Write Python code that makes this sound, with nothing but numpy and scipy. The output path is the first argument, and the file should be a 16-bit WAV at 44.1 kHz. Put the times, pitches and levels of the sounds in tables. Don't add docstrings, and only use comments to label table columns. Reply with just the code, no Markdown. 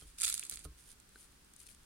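import sys
import numpy as np
from scipy import signal
from scipy.fft import rfft, irfft, next_fast_len
from scipy.io import wavfile

SR = 44100
rng = np.random.default_rng(int(sys.argv[2]) if len(sys.argv) > 2 else 0)


def inscribe(sig):
    pcm = np.round(np.clip(np.atleast_2d(sig).T, -1, 1) * 32767)
    wavfile.write(sys.argv[1], SR, pcm.astype(np.int16))


N = 81585

# (frequency [Hz], level [dB])
BRIGHT_SPECTRUM = [(300, -63), (3000, -19), (5600, -12), (6600, -3), (7300, -6), (7900, 0), (8500, -4),
                   (9400, 1.5), (10300, -5.5), (11100, -7.5), (12000, -15.5), (16000, -29.5)]
# (frequency [Hz], level [dB])
DOUGH_SPECTRUM = [(100, -24.5), (450, -23), (800, -20), (1050, -13.5), (1400, -3.5), (1800, -7),
                  (2400, -0.5), (3000, -4.5), (3800, 3), (4800, 1.5), (6500, -14.5), (12000, -74)]
FRACTURE_CORRELATION = 0.35


def crust():
    # (time [s], bright level [dB], dough re bright [dB], glassy re bright [dB], time scale [ms])
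    cracks = [(0.1853, -43, -6, -27, 1.3), (0.2008, -40, -14, -19, 1.3), (0.2078, -37, -9, -19, 1.0),
              (0.212, -34, -9, -27, 1.1), (0.2176, -29, -13, -27, 1.1), (0.2302, -37, 0, -14, 1.3),
              (0.2332, -31, -10, -14, 1.6), (0.2363, -29, -10, -21, 1.6), (0.2436, -33, 0, -15, 0.9),
              (0.2473, -29, -7, -27, 0.8), (0.2515, -29, -8, -20, 1.5), (0.2694, -38, -4, -16, 1.5),
              (0.2786, -32, -3, -20, 1.7), (0.2858, -36, -6, -18, 0.9), (0.289, -33, -9, -16, 1.0),
              (0.2974, -33, -11, -16, 1.1), (0.3002, -30, -10, -18, 1.1), (0.3256, -34, -6, -22, 1.1),
              (0.3411, -29, -13, -27, 1.1), (0.3492, -38, -11, -16, 1.3), (0.3621, -45, -12, -23, 1.4),
              (0.3783, -35, -10, -27, 0.9), (0.3949, -33, -17, -27, 0.7), (0.4359, -44, -8, -15, 1.1),
              (0.451, -43, -15, -27, 1.4), (0.4968, -33, -16, -11, 0.5), (0.5115, -43, -10, -13, 1.4),
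              (0.522, -44, -4, -13, 1.8), (0.5388, -43, -9, -21, 0.6), (0.5466, -45, -15, -8, 0.5),
              (0.5581, -44, -15, -19, 0.7), (0.5722, -45, -3, -21, 0.6), (0.5915, -50, -8, -20, 1.0)]
    # (time [s], level [dB])
    crackle_levels = [(.175, -71.5), (.186, -50.5), (.21, -54), (.24, -39), (.265, -42), (.3, -43.5),
                      (.36, -51.5), (.42, -55), (.46, -54.5), (.487, -62.5), (.505, -61), (.52, -49.5),
                      (.535, -49.5), (.56, -61), (.6, -59), (.69, -78)]
    # (frequency [Hz], level [dB])
    glassy_spectrum = [(3000, -44), (9000, -8), (13000, 6), (16000, 5)]
    # (frequency [Hz], left minus right [dB])
    balance = [(400, -2), (1300, 0), (2200, -4.5), (4500, 0), (8500, -7), (11000, 1), (13500, 0)]
    tear = envelope(crackle_levels)
    bright = amp(1.5) * tear * grains(per_s=2200, spread_db=1)
    dough = amp(-4) * tear * grains(per_s=2200, spread_db=1)
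    glassy = np.zeros((2, N))
    for s, db, dough_db, top_db, ms in cracks:
        add(bright, s, amp(db - 0.5) * avalanche(ms))
        add(dough, s, amp(db + dough_db - 0.5) * avalanche(ms))
        add(glassy, s, amp(db + top_db + 4.5) * avalanche(ms))
    sound = coloured(bright, BRIGHT_SPECTRUM) + coloured(dough, DOUGH_SPECTRUM)
    sound += coloured(glassy, glassy_spectrum)
    lag_s = np.array([[.00009], [0]])
    sides = np.array([[.5], [-.5]])
    return filtered(sound, lambda hz: amp(sides * along(balance, hz)) * np.exp(-2j * np.pi * hz * lag_s))


def avalanche(scale_ms):
    age = np.arange(600) / SR * 1000 / scale_ms
    burst = fracture_noise(age.size) * age * np.exp(-1.7 * age)
    return burst / np.linalg.norm(burst, axis=1, keepdims=True) * np.sqrt(.003 * SR)


def grains(per_s, spread_db):
    sizes = amp(spread_db * np.minimum(rng.exponential(size=N), 4))
    hits = rng.random(N) < per_s / SR
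    return unit(hits * sizes * fracture_noise(N))


def fracture_noise(size):
    noise = rng.standard_normal((3, size))
    return np.sqrt(FRACTURE_CORRELATION) * noise[0] + np.sqrt(1 - FRACTURE_CORRELATION) * noise[1:]


def tableware():
    # (time [s], plate level [dB], table boom level [dB])
    thumps = [(0.0188, -57, -53), (.519, -59, -56.5), (.651, -47.5, -44)]
    # (frequency [Hz], level [dB], t60 [s])
    plate_modes = [(153, -2.5, 0.22), (297.5, -5.5, 0.17), (426, -5, 0.12), (463, -3.5, 0.071),
                   (619, -3.5, 0.042), (702, -2.5, 0.028), (1080, -20.5, 0.23), (1265, -5.5, 0.089),
                   (1280, -36, 0.041), (1390, 1.5, 0.025)]
    # (frequency [Hz], level [dB], t60 [s])
    table_modes = [(50.8, -3.5, 0.51), (67.9, 4.5, 0.21)]
    # (time [s], level [dB], pitch [Hz], t60 [s], knock level [dB])
    taps = [(0.4282, -32, 2530, 0.006, -81), (1.1578, -47, 1530, 0.022, -63)]
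    # (pitch [ratio], level [dB], t60 [ratio])
    tap_modes = [(.8, -30, 0.39), (1, 1, 1), (1.3, -11, 0.21), (2.7, -5.5, 0.55)]
    # (frequency [Hz], level [dB], t60 [s])
    knock_modes = [(356, 4, 0.029), (427, 0.5, 0.073), (785, 3, 0.018)]
    # (time [s], level [dB], pitch [Hz], t60 [s])
    damped_tones = [(0.022, -57.5, 3165, 0.08), (.4281, -39, 3370, 0.015), (1.673, -52, 4270, 0.014),
                    (1.688, -52.5, 3200, 0.019), (1.688, -52, 2460, 0.016)]
    out = np.zeros((2, N))
    for s, db, boom_db in thumps:
        add(out, s, amp(db) * ring(plate_modes, rise_s=0.0015))
        add(out, s, amp(boom_db) * ring(table_modes, rise_s=0.007))
    for s, db, hz, t60, knock_db in taps:
        modes = [(hz * ratio, mode_db, t60 * life) for ratio, mode_db, life in tap_modes]
        add(out, s, amp(db) * ring(modes, rise_s=0.00024))
        add(out, s, amp(knock_db) * ring(knock_modes, rise_s=0.00025))
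    for s, db, hz, t60 in damped_tones:
        add(out, s, ring([(hz, db, t60)], rise_s=0.00031))
    return out


def ring(modes, rise_s):
    t = np.arange(SR * 3 // 4) / SR
    ringing = sum(amp(db - 60 * t / t60) * np.sin(2 * np.pi * hz * t) for hz, db, t60 in modes)
    return ringing * (1 - np.exp(-t / rise_s))


def crumbs():
    # (time [s], bright level [dB], dough re bright [dB], left minus right [dB])
    ticks = [(0.0112, -55, -1, -6), (0.9999, -53, -10, -8), (1.0915, -59, -9, -1), (1.2085, -52, -12, 1),
             (1.321, -59, -10, 3), (1.446, -60, -9, -8), (1.5362, -52, -15, 3), (1.5628, -51, -18, 7),
             (1.6015, -49, -15, 3), (1.7472, -56, -10, 2), (1.8329, -62, -6, 3)]
    bright, dough = np.zeros((2, 2, N))
    for s, db, dough_db, pan_db in ticks:
        add(bright, s, amp(db - 2.5) * pan(pan_db) * avalanche(scale_ms=1.3))
        add(dough, s, amp(db + dough_db - 4) * pan(pan_db) * avalanche(scale_ms=1.3))
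    return coloured(bright, BRIGHT_SPECTRUM) + coloured(dough, DOUGH_SPECTRUM)


def rustle():
    # (peak time [s], rise
    # [s], fall [s], level [dB], left minus right [dB])
    moves = [(0.019, 0.085, 0.036, -59.5, -5), (0.076, 0.0069, 0.038, -62, -2),
             (0.648, 0.0093, 0.01, -48.5, -8), (0.788, 0.018, 0.033, -62.5, -3.5),
             (0.91, 0.06, 0.024, -56.5, -4), (1.226, 0.077, 0.039, -60.5, 3.5),
             (1.614, 0.027, 0.028, -56.5, 3), (1.671, 0.01, 0.0052, -52.5, 3),
             (1.689, 0.0042, 0.038, -55, 4)]
    # (frequency [Hz], level [dB])
    spectrum = [(200, -60), (700, -25), (1400, -16), (2200, -10), (4200, -6.5), (6000, -6.5), (8000, -4.5),
                (9500, 3), (11000, -3), (13000, -15), (16000, -20.5)]
    t = np.arange(N) / SR
    swell = np.zeros((2, N))
    for s, rise, fall, db, pan_db in moves:
        width = np.where(t < s, rise, fall)
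        swell += amp(db) * pan(pan_db) * np.exp(-((t - s) / width) ** 2)
    return swell * coloured(grains(per_s=2900, spread_db=1.5), spectrum)


def echoes(x, t60):
    t = np.arange(SR // 2) / SR
    tail = rng.standard_normal((2, len(t))) * amp(-60 * t / t60) * (1 - np.exp(-t / 0.00098))
    tail /= np.linalg.norm(tail, axis=1, keepdims=True)
    return signal.fftconvolve(x, tail, axes=1)[:, :N]


def table_rumble():
    # (time [s], level [dB])
    levels = [(0, -78), (.06, -56.5), (.15, -66), (.23, -64), (.31, -59), (.45, -73), (.56, -62.5),
              (.7, -65.5), (.9, -65), (1.04, -70.5), (1.35, -69), (1.65, -72.5), (1.78, -62.5), (1.85, -68)]
    # (frequency [Hz], level [dB])
    spectrum = [(15, -14), (30, -9), (47, -7.5), (65, -7), (90, -27.5), (200, -52), (600, -119)]
    return envelope(levels) * unit(filtered(rng.standard_normal(N), lambda hz: amp(along(spectrum, hz))))


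def room_tone():
    # (frequency [Hz], level [dB])
    spectrum = [(41, -12), (70, -8), (113, -1.5), (174, -3), (360, -7), (664, -16), (1440, -10.5),
                (2270, -15), (3410, -14.5), (3910, -15.5), (5020, -15), (7560, -18), (9270, -14),
                (10200, -19), (16000, -24)]
    # (frequency [Hz], correlation [0 to 1])
    correlation = [(60, 0.64), (150, 0.98), (400, 0.15), (1200, 0.1), (4000, 0.017)]

    def mid_side_gains(hz):
        angle = np.arccos(along(correlation, hz)) / 2
        return amp(along(spectrum, hz)) * [np.cos(angle), np.sin(angle)]

    mid, side = filtered(rng.standard_normal((2, N)), mid_side_gains)
    return amp(-65) * unit(np.array([mid + side, mid - side]))


def amp(db):
    return 10 ** (np.asarray(db) / 20)


def unit(x):
    return x / np.sqrt(np.mean(x ** 2) + 1e-20)


def along(points, hz):
    freqs, values = np.transpose(points)
    return np.interp(np.log(hz + 1), np.log(freqs + 1), values)


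def envelope(points):
    return amp(np.interp(np.arange(N) / SR, *np.transpose(points)))


def pan(db):
    return unit(amp([[db / 2], [-db / 2]]))


def add(track, s, sound):
    start = max(0, round(s * SR))
    part = track[..., start:start + sound.shape[-1]]
    part += sound[..., :part.shape[-1]]


def filtered(x, response):
    size = next_fast_len(N + SR // 2)
    return irfft(rfft(x, size) * response(np.fft.rfftfreq(size, 1 / SR)), size)[..., :N]


def coloured(x, spectrum, size=8192):
    cepstrum = irfft(np.log(amp(along(spectrum, np.fft.rfftfreq(size, 1 / SR)))))
    cepstrum[1:size // 2] *= 2
    cepstrum[size // 2 + 1:] = 0
    impulse = irfft(np.exp(rfft(cepstrum)))
    return signal.fftconvolve(x, impulse[None] / np.linalg.norm(impulse), axes=1)[:, :N]


def scene():
    bread = crust() + crumbs() + rustle()
    direct = bread + tableware()
    dish_scatter = amp(-11) * echoes(bread, t60=.03)
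    room = amp(-19) * echoes(direct, t60=.16)
    return direct + dish_scatter + room + table_rumble() + room_tone()


def record(dry):
    return filtered(dry, lambda hz: hz < 15950)


dry = scene()
out = record(dry)
inscribe(out)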